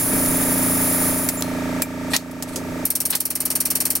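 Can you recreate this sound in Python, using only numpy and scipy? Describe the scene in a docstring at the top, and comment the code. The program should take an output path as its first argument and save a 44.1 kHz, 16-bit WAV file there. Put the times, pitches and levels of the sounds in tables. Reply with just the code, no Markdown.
"""A vacuum pump hums and air hisses through a port, close to a capsule filling machine.
The air is shut off; the pump runs on, its housing ringing and knocking every turn.
Pneumatic slides rasp and clack against steel stops, then a valve fires twenty times a second
in a buzzing rattle. A gain control ducks the hum under every loud blow."""
import sys
import numpy as np
from scipy import signal
from scipy.fft import rfft, irfft
from scipy.io import wavfile

SR = 44100
rng = np.random.default_rng(int(sys.argv[2]) if len(sys.argv) > 2 else 0)


def wrap_up_sound(samples):
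    """Save the sound to the file named by the first command line argument, as 16-bit audio."""
    columns = np.atleast_2d(samples).T
    # keep every value between -1 and 1, then stretch to whole-number steps
    tamed = np.clip(columns, -1, 1)
    steps = np.round(tamed * 32767).astype(np.int16)
    wavfile.write(sys.argv[1], SR, steps)


N = 176400
T = np.arange(N) / SR
AGE = np.arange(SR // 2) / SR   # time within one event, s
PUMP_HZ, STROKE_S = 28.17, 1.671   # turn rate, time of one stroke


def from_db(db):
    """Decibels to gain."""
    return 10 ** (np.asarray(db) / 20)


def rms_one(x):
    """Scale to unit power."""
    return x / np.sqrt(np.mean(x ** 2) + 1e-20)


def curve(rows, t=T):
    """Gain along a (s, dB) curve."""
    return from_db(np.interp(t, *np.transpose(rows)))


def pan(db):
    """Left gain up by db, right gain down."""
    return from_db(np.array([[db], [-db]]))


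def drift(rate, t=T):
    """Unit Gaussian knots, `rate` per unit of t, joined by lines."""
    knots = rng.standard_normal(size=4000)
    return np.interp(t * rate, np.arange(len(knots)), knots)


def white(size=N):
    """Two independent white noises."""
    return rng.standard_normal((2, size))


def cyclic(period_s, share):
    """Noise with a share of its power repeating every period."""
    repeating = white(len(AGE))[:, (T % period_s * SR).astype(int)]
    return np.sqrt(share) * repeating + np.sqrt(1 - share) * white()


def burst(attack_s, hold_s, t60_s):
    """Envelope: rise, hold, exponential decay."""
    return np.clip(AGE / attack_s, 0, 1) * from_db(-60 * np.maximum(AGE - hold_s, 0) / t60_s)


def smooth(x, seconds):
    """One-pole lag."""
    r = np.exp(-1 / (seconds * SR))
    return signal.lfilter([1 - r], [1, -r], x)


def place(events):
    """Lay (s, sound) pairs on the stereo time line."""
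    out = np.zeros((2, N + SR))
    for s, sound in events:
        out[:, int(s * SR):int(s * SR) + len(AGE)] += sound
    return out[:, :N]


def ring(times, hz, t60_s):
    """A damped mode struck at the given times."""
    clicks = np.full(N, 1e-18)
    times = np.asarray(times)
    clicks[(times[(times >= 0) & (times < T[-1])] * SR).astype(int)] = 1
    r, w = from_db(-60 / (t60_s * SR)), 2 * np.pi * hz / SR
    return signal.lfilter([0, np.sin(w)], [1, -2 * r * np.cos(w), r * r], clicks)


def colour(noise, spectrum, resonances=()):
    """Shape two noises by a spectrum, resonances and steel-wall reflections; stereo, rms 1."""
    # Stereo likeness. Each row: frequency in Hz, left-right correlation.
    likeness = [(100, 1), (400, 0.77), (1400, 0.65), (2800, 0.17), (5000, 0.62), (9000, 0.88),
                (15000, 0.78)]
    size, hz = noise.shape[1], np.linspace(1, SR / 2, 4410)

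    def along(rows):
        knots_hz, values = np.transpose(rows)
        return np.interp(np.log(hz), np.log(knots_hz), values)

    power = 1 + sum((from_db(db) ** 2 - 1) / (1 + (2 * (hz - centre) / width) ** 2) ** 1.12
                    for centre, width, db in resonances)
    ripple_db = 2 * drift(1 / 44.66, hz) * hz / (hz + 500)   # reflections
    gain = from_db(along(spectrum) + ripple_db) * np.sqrt(np.abs(power))
    alike = along(likeness)
    mid_side_gain = gain * np.sqrt([1 + alike, 1 - alike])
    bins = np.linspace(0, len(hz) - 1, size // 2 + 1).astype(int)
    mid, side = irfft(rfft(noise) * mid_side_gain[:, bins], size)
    return rms_one(np.array([mid + side, mid - side]))


def noise_burst(db, envelope, spectrum, resonances=()):
    """One short event of coloured noise."""
    return from_db(db) * envelope * colour(white(len(AGE)), spectrum, resonances)


def housing_tone(levels_db):
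    """A blow each turn rings the pump housing, the ring spread through the turn; rms 1."""
    orders, angle = np.arange(1, len(levels_db) + 1), np.linspace(0, 2 * np.pi, 4096)
    partials = from_db(levels_db)[:, None] * np.exp(1j * np.outer(orders, angle))
    # Minimum phase gives the sharpest attack.
    log_gain = np.log(from_db(np.interp(np.arange(257) / 4, orders, levels_db)))
    phases = rfft(2 * irfft(log_gain)[:256], 512).imag[4 * orders]
    # Even out the envelope, keeping the spectrum.
    flattened = np.exp(1j * np.angle(np.exp(1j * phases) @ partials))
    phases = np.angle(np.fft.fft(flattened)[orders])
    stereo_rad = 0.18 * rng.choice([-1, 1], len(orders)) * np.array([[1], [-1]])
    scatter_rad = 0.18 * rng.normal(size=len(orders))
    cycle = rms_one((np.exp(1j * (phases + scatter_rad + stereo_rad)) @ partials).real)
    turn = (T - STROKE_S + 0.002) * PUMP_HZ % 1   # the blow leads the stroke's peak
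    return cycle[:, (turn * (len(angle) - 1)).astype(int)]


def pump():
    """Vacuum pump: hum, knocks and clatter recur every turn."""
    # Hum harmonics, from the first up. Each row: relative dB at the port, relative dB in front.
    harmonics = [(-27, -24), (-27, -29), (-10, -9.5), (-13, -11), (-21, -21), (-4.5, -5.5), (-11, -9.5),
                 (-16.5, -27), (1.5, 1), (-1.5, -6.5), (-13, -8.5), (-10, -7), (-22.5, -25), (-15.5, -13),
                 (-14, -12), (-22, -15.5), (-14, -13)]
    # Knocks. Each row: delay after the stroke in seconds, pitch in Hz, t60 in seconds, level in dB.
    knock_modes = [(.0215, 618, 0.06, -21.5), (.0092, 1200, 0.013, -26.5), (.014, 900, 0.097, -33.5),
                   (0.017, 1590, 0.016, -36)]
    # Clatter. Each row: frequency in Hz, relative density in dB.
    clatter_spectrum = [(300, -6.5), (450, -2), (800, -2.5), (1800, 0), (2300, -2), (2900, -12.5),
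                        (6500, -15), (15000, -21.5)]
    # Whole pump. Each row: time in seconds, gain in dB.
    level = [(0, -8), (.15, 1.5), (1.1, 2), (1.2, -2), (2.1, 0.5), (2.8, -1.5), (3.3, -5.5), (4, -0.5)]
    port_db, front_db = np.transpose(harmonics)
    moved = np.interp(T, (2.37, 3.04), [0, 1])   # listening point moves from port to front
    hum_gain = from_db(-24 + 0.7 * drift(9))
    hum = hum_gain * ((1 - moved) * housing_tone(port_db) + moved * housing_tone(front_db))
    turn_s = 1 / PUMP_HZ
    strokes_s = np.arange(STROKE_S % turn_s - turn_s, T[-1], turn_s)
    knocks = sum(from_db(db) * ring(strokes_s + delay, hz, t60) for delay, hz, t60, db in knock_modes)
    clatter = from_db(-32.5) * colour(cyclic(turn_s, share=0.79), clatter_spectrum)
    return curve(level) * (hum * pan(-0.9) + knocks * pan(-2.5) + clatter)


def frame_rumble():
    """Low noise of the vibrating frame."""
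    # Rumble. Each row: frequency in Hz, relative density in dB.
    spectrum = [(20, -5), (50, -24), (115, -3), (400, -8.5), (2000, -34)]
    # Each row: time in seconds, level in dB.
    level = [(.4, -30), (1.5, -39.5), (2.4, -39.5), (2.65, -31), (3.1, -42)]
    return curve(level) * colour(white(), spectrum)


def port_hiss():
    """Air rushes through a resonant port until shut off."""
    # Air flow. Each row: time in seconds, gain in dB.
    flow = [(0, -1), (1.09, 1), (1.15, -3), (1.3, -7.5), (1.4, -14), (1.54, -29), (2, -54.5)]
    # Hiss. Each row: frequency in Hz, relative density in dB.
    spectrum = [(100, -5.5), (600, -1), (2300, -3.5), (2900, -13), (5600, -6), (7500, -5.5), (7880, -17),
                (8250, -6), (10200, -1), (12800, -4.5), (15500, -0.5)]
    # Port resonances. Each row: centre in Hz, width in Hz, boost in dB.
    resonances = [(7260, 230, 6), (9330, 103, 14), (10870, 410, 13.5), (11110, 210, 12.5),
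                  (12000, 130, 9.5), (14400, 420, 10.5)]
    return from_db(-19 + drift(60.3)) * curve(flow) * colour(white(), spectrum, resonances)


def cylinder_puffs():
    """Short puffs of air let into a resonant cylinder."""
    # Each row: start in seconds, level in dB.
    puffs = [(2.099, -27), (2.47, -30.5), (2.514, -33), (3.09, -19)]
    # Cylinder resonances. Each row: centre in Hz, width in Hz, boost in dB.
    resonances = [(4230, 490, 6.4), (8350, 790, 16), (11100, 1000, 13)]
    spectrum = [(1000, -1), (5000, -6), (15000, -13)]   # Hz, relative dB
    envelope = burst(0.02, 0.025, 0.1)
    return place((s, noise_burst(db, envelope, spectrum, resonances)) for s, db in puffs)


def seal_squeak():
    """A seal squeaks: a brief tone with jittering pitch."""
    # Each row: start in seconds, level in dB, hold in seconds, pitch in Hz.
    squeaks = [(1.37, -27, 0.028, 7250)]
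    events = []
    for s, db, hold_s, hz in squeaks:
        phase = 2 * np.pi * np.cumsum(hz + 90 * drift(600, AGE)) / SR
        events.append((s, from_db(db) * burst(0.003, hold_s, 0.066) * np.sin(phase)))
    return place(events)


def stop_rings():
    """Some steel stops ring on unevenly after a blow."""
    # Each row: start in seconds, pitch in Hz, level in dB, t60 in seconds.
    modes = [(1.424, 4190, -39.5, .4), (1.829, 2360, -17.5, .07), (1.828, 7540, -17, .06)]
    return sum(from_db(db + 2 * drift(280)) * ring([s], hz, t60) for s, hz, db, t60 in modes)


def stop_clacks():
    """Blows on the stops: a brief chatter of steel on steel, with a faint tail."""
    # Each row: start in seconds, level in dB, contact in seconds, brightest Hz, t60 in seconds.
    blows = [(0.26, -17, 0.0018, 11000, 0.023), (1.288, -12, 0.0035, 9000, 0.048),
             (1.408, -25.5, .003, 11000, 0.028), (1.4225, -15, 0.0018, 5950, 0.01),
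             (1.8202, -4.5, 0.0016, 13100, 0.04), (2.1639, 0, 0.0013, 5500, 0.027),
             (2.3122, -29.5, .002, 10000, 0.042), (2.424, -16, 0.0035, 7600, 0.05),
             (2.559, -19, 0.0045, 6900, 0.098), (3.152, -2, 0.0012, 7500, 0.026)]
    grid_hz, width_oct = np.geomspace(200, 16000, num=24), 0.5
    events = []
    for s, db, contact_s, hz, t60_s in blows:
        hump = from_db(-4) + np.exp(-0.5 * (np.log2(grid_hz / hz) / width_oct) ** 2)
        spectrum = np.column_stack([grid_hz, 20 * np.log10(hump)])
        chatter = burst(0.00022, contact_s, t60_s)
        click = 0.5 * burst(1 / SR, contact_s / 2, contact_s)
        tail = from_db(-21.5) * burst(0.0039, contact_s, 0.2)
        events.append((s, noise_burst(db, chatter + click + tail, spectrum)))
    return place(events)


def slide_rasps():
    """A pneumatic slide rasps on each stroke."""
    # Each row: start in seconds, level in dB, hold in seconds.
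    strokes = [(2.134, -13, 0.016), (3.125, -14, 0.014)]
    # Rasp. Each row: frequency in Hz, relative density in dB.
    spectrum = [(300, -10), (850, -3.5), (3200, -2), (4300, -1), (6500, -11), (11000, -6.5), (15500, -22)]
    # Slide resonances. Each row: centre in Hz, width in Hz, boost in dB.
    resonances = [(890, 130, 7), (1870, 80, 10), (2450, 190, 5.2), (4260, 360, 3.6)]
    return place((s, noise_burst(db, burst(0.001, hold_s, 0.14), spectrum, resonances))
                 for s, db, hold_s in strokes)


def frame_thuds():
    """Heavy parts shake the frame."""
    # Each row: start in seconds, level in dB, spectral peak in Hz.
    thuds = [(0.126, -22.5, 271), (0.256, -27.5, 69.6), (2.562, -25.5, 395)]
    envelope = burst(0.0047, 0.0071, 0.18)
    return place((s, noise_burst(db, envelope, [(hz / 4, -20), (hz, 0), (hz * 10, -60)]))
                 for s, db, hz in thuds)


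def valve():
    """Evenly timed, lengthening bursts sputter and ring in the valve body and the enclosure."""
    # Bursts, then the enclosure's slower answer. Each row: time in seconds, level in dB.
    jet_level = [(2.85, -2.5), (3.1, -4), (3.35, -8.5), (3.55, -6), (4, -2.5)]
    enclosure_level = [(2.85, -22.5), (3.3, -23), (3.8, -18)]
    # Their spectra. Each row: frequency in Hz, relative density in dB.
    jet_spectrum = [(1500, -24), (3500, -15.5), (5000, -10), (7000, -10.5), (8200, -5.5), (9500, 1),
                    (11200, -2.5), (13200, -1), (14000, -11), (15500, -3)]
    enclosure_spectrum = [(1000, -2), (3000, 0), (3550, -11), (4300, 0), (7000, 0), (15000, -7)]
    # Valve body resonances. Each row: centre in Hz, width in Hz, boost in dB.
    resonances = [(5550, 260, 8), (5830, 210, 7.8), (8650, 250, 9.1), (9060, 200, 7.9), (12430, 330, 9.5),
                  (13230, 220, 5.7)]
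    start_s, period_s, sputter_db, sputters_per_s = 2.8525, 0.04999, 1.8, 500
    times = np.arange(start_s, T[-1], period_s)
    holds_s = np.linspace(0.0022, 0.0074, len(times))
    jet = colour(cyclic(period_s, share=0.5), jet_spectrum, resonances)
    low = signal.sosfiltfilt(signal.butter(2, 10500, fs=SR, output="sos"), jet)
    tilt = from_db(1.5 * drift(1 / period_s))   # brightness varies from burst to burst
    jet = low * tilt + (jet - low) / tilt
    jet_envelope = place((s, gain * burst(0.0016, hold_s, 0.075))
                         for s, gain, hold_s in zip(times, curve(jet_level, times), holds_s))
    enclosure_envelope = place((s, gain * burst(0.0052, 0.013, 0.105))
                               for s, gain in zip(times, curve(enclosure_level, times)))
    jet_envelope *= from_db(sputter_db * drift(sputters_per_s))
    enclosure_envelope *= from_db(sputter_db * drift(sputters_per_s))
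    enclosure = colour(cyclic(period_s, share=0.5), enclosure_spectrum)
    return (jet_envelope * jet + enclosure_envelope * enclosure) * pan(0.53)


def scene():
    """All parts of the machine together."""
    background = pump() + frame_rumble()
    air = port_hiss() + cylinder_puffs() + seal_squeak()
    mechanism = stop_rings() + stop_clacks() + slide_rasps() + frame_thuds()
    return background + air + mechanism + valve()


def record(dry):
    """Gain control ducks fast and recovers slowly; soft clip and low-pass follow."""
    limit_db, release_db_per_s, cutoff_hz = -17.5, 15, 15800
    detect_s, attack_s, lookahead_s = 0.013, 0.0012, 0.0031
    level_db = 10 * np.log10(smooth(np.mean(dry ** 2, axis=0), detect_s) + 1e-12)
    over_db = np.maximum(level_db - limit_db, 0)
    held_db = np.maximum.accumulate(over_db + release_db_per_s * T) - release_db_per_s * T
    ducked = dry * from_db(-smooth(np.interp(T + lookahead_s, T, held_db), attack_s))
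    return signal.sosfilt(signal.ellip(10, 0.2, 80, cutoff_hz, fs=SR, output="sos"), np.tanh(ducked))


dry = scene()
out = record(dry)
wrap_up_sound(out)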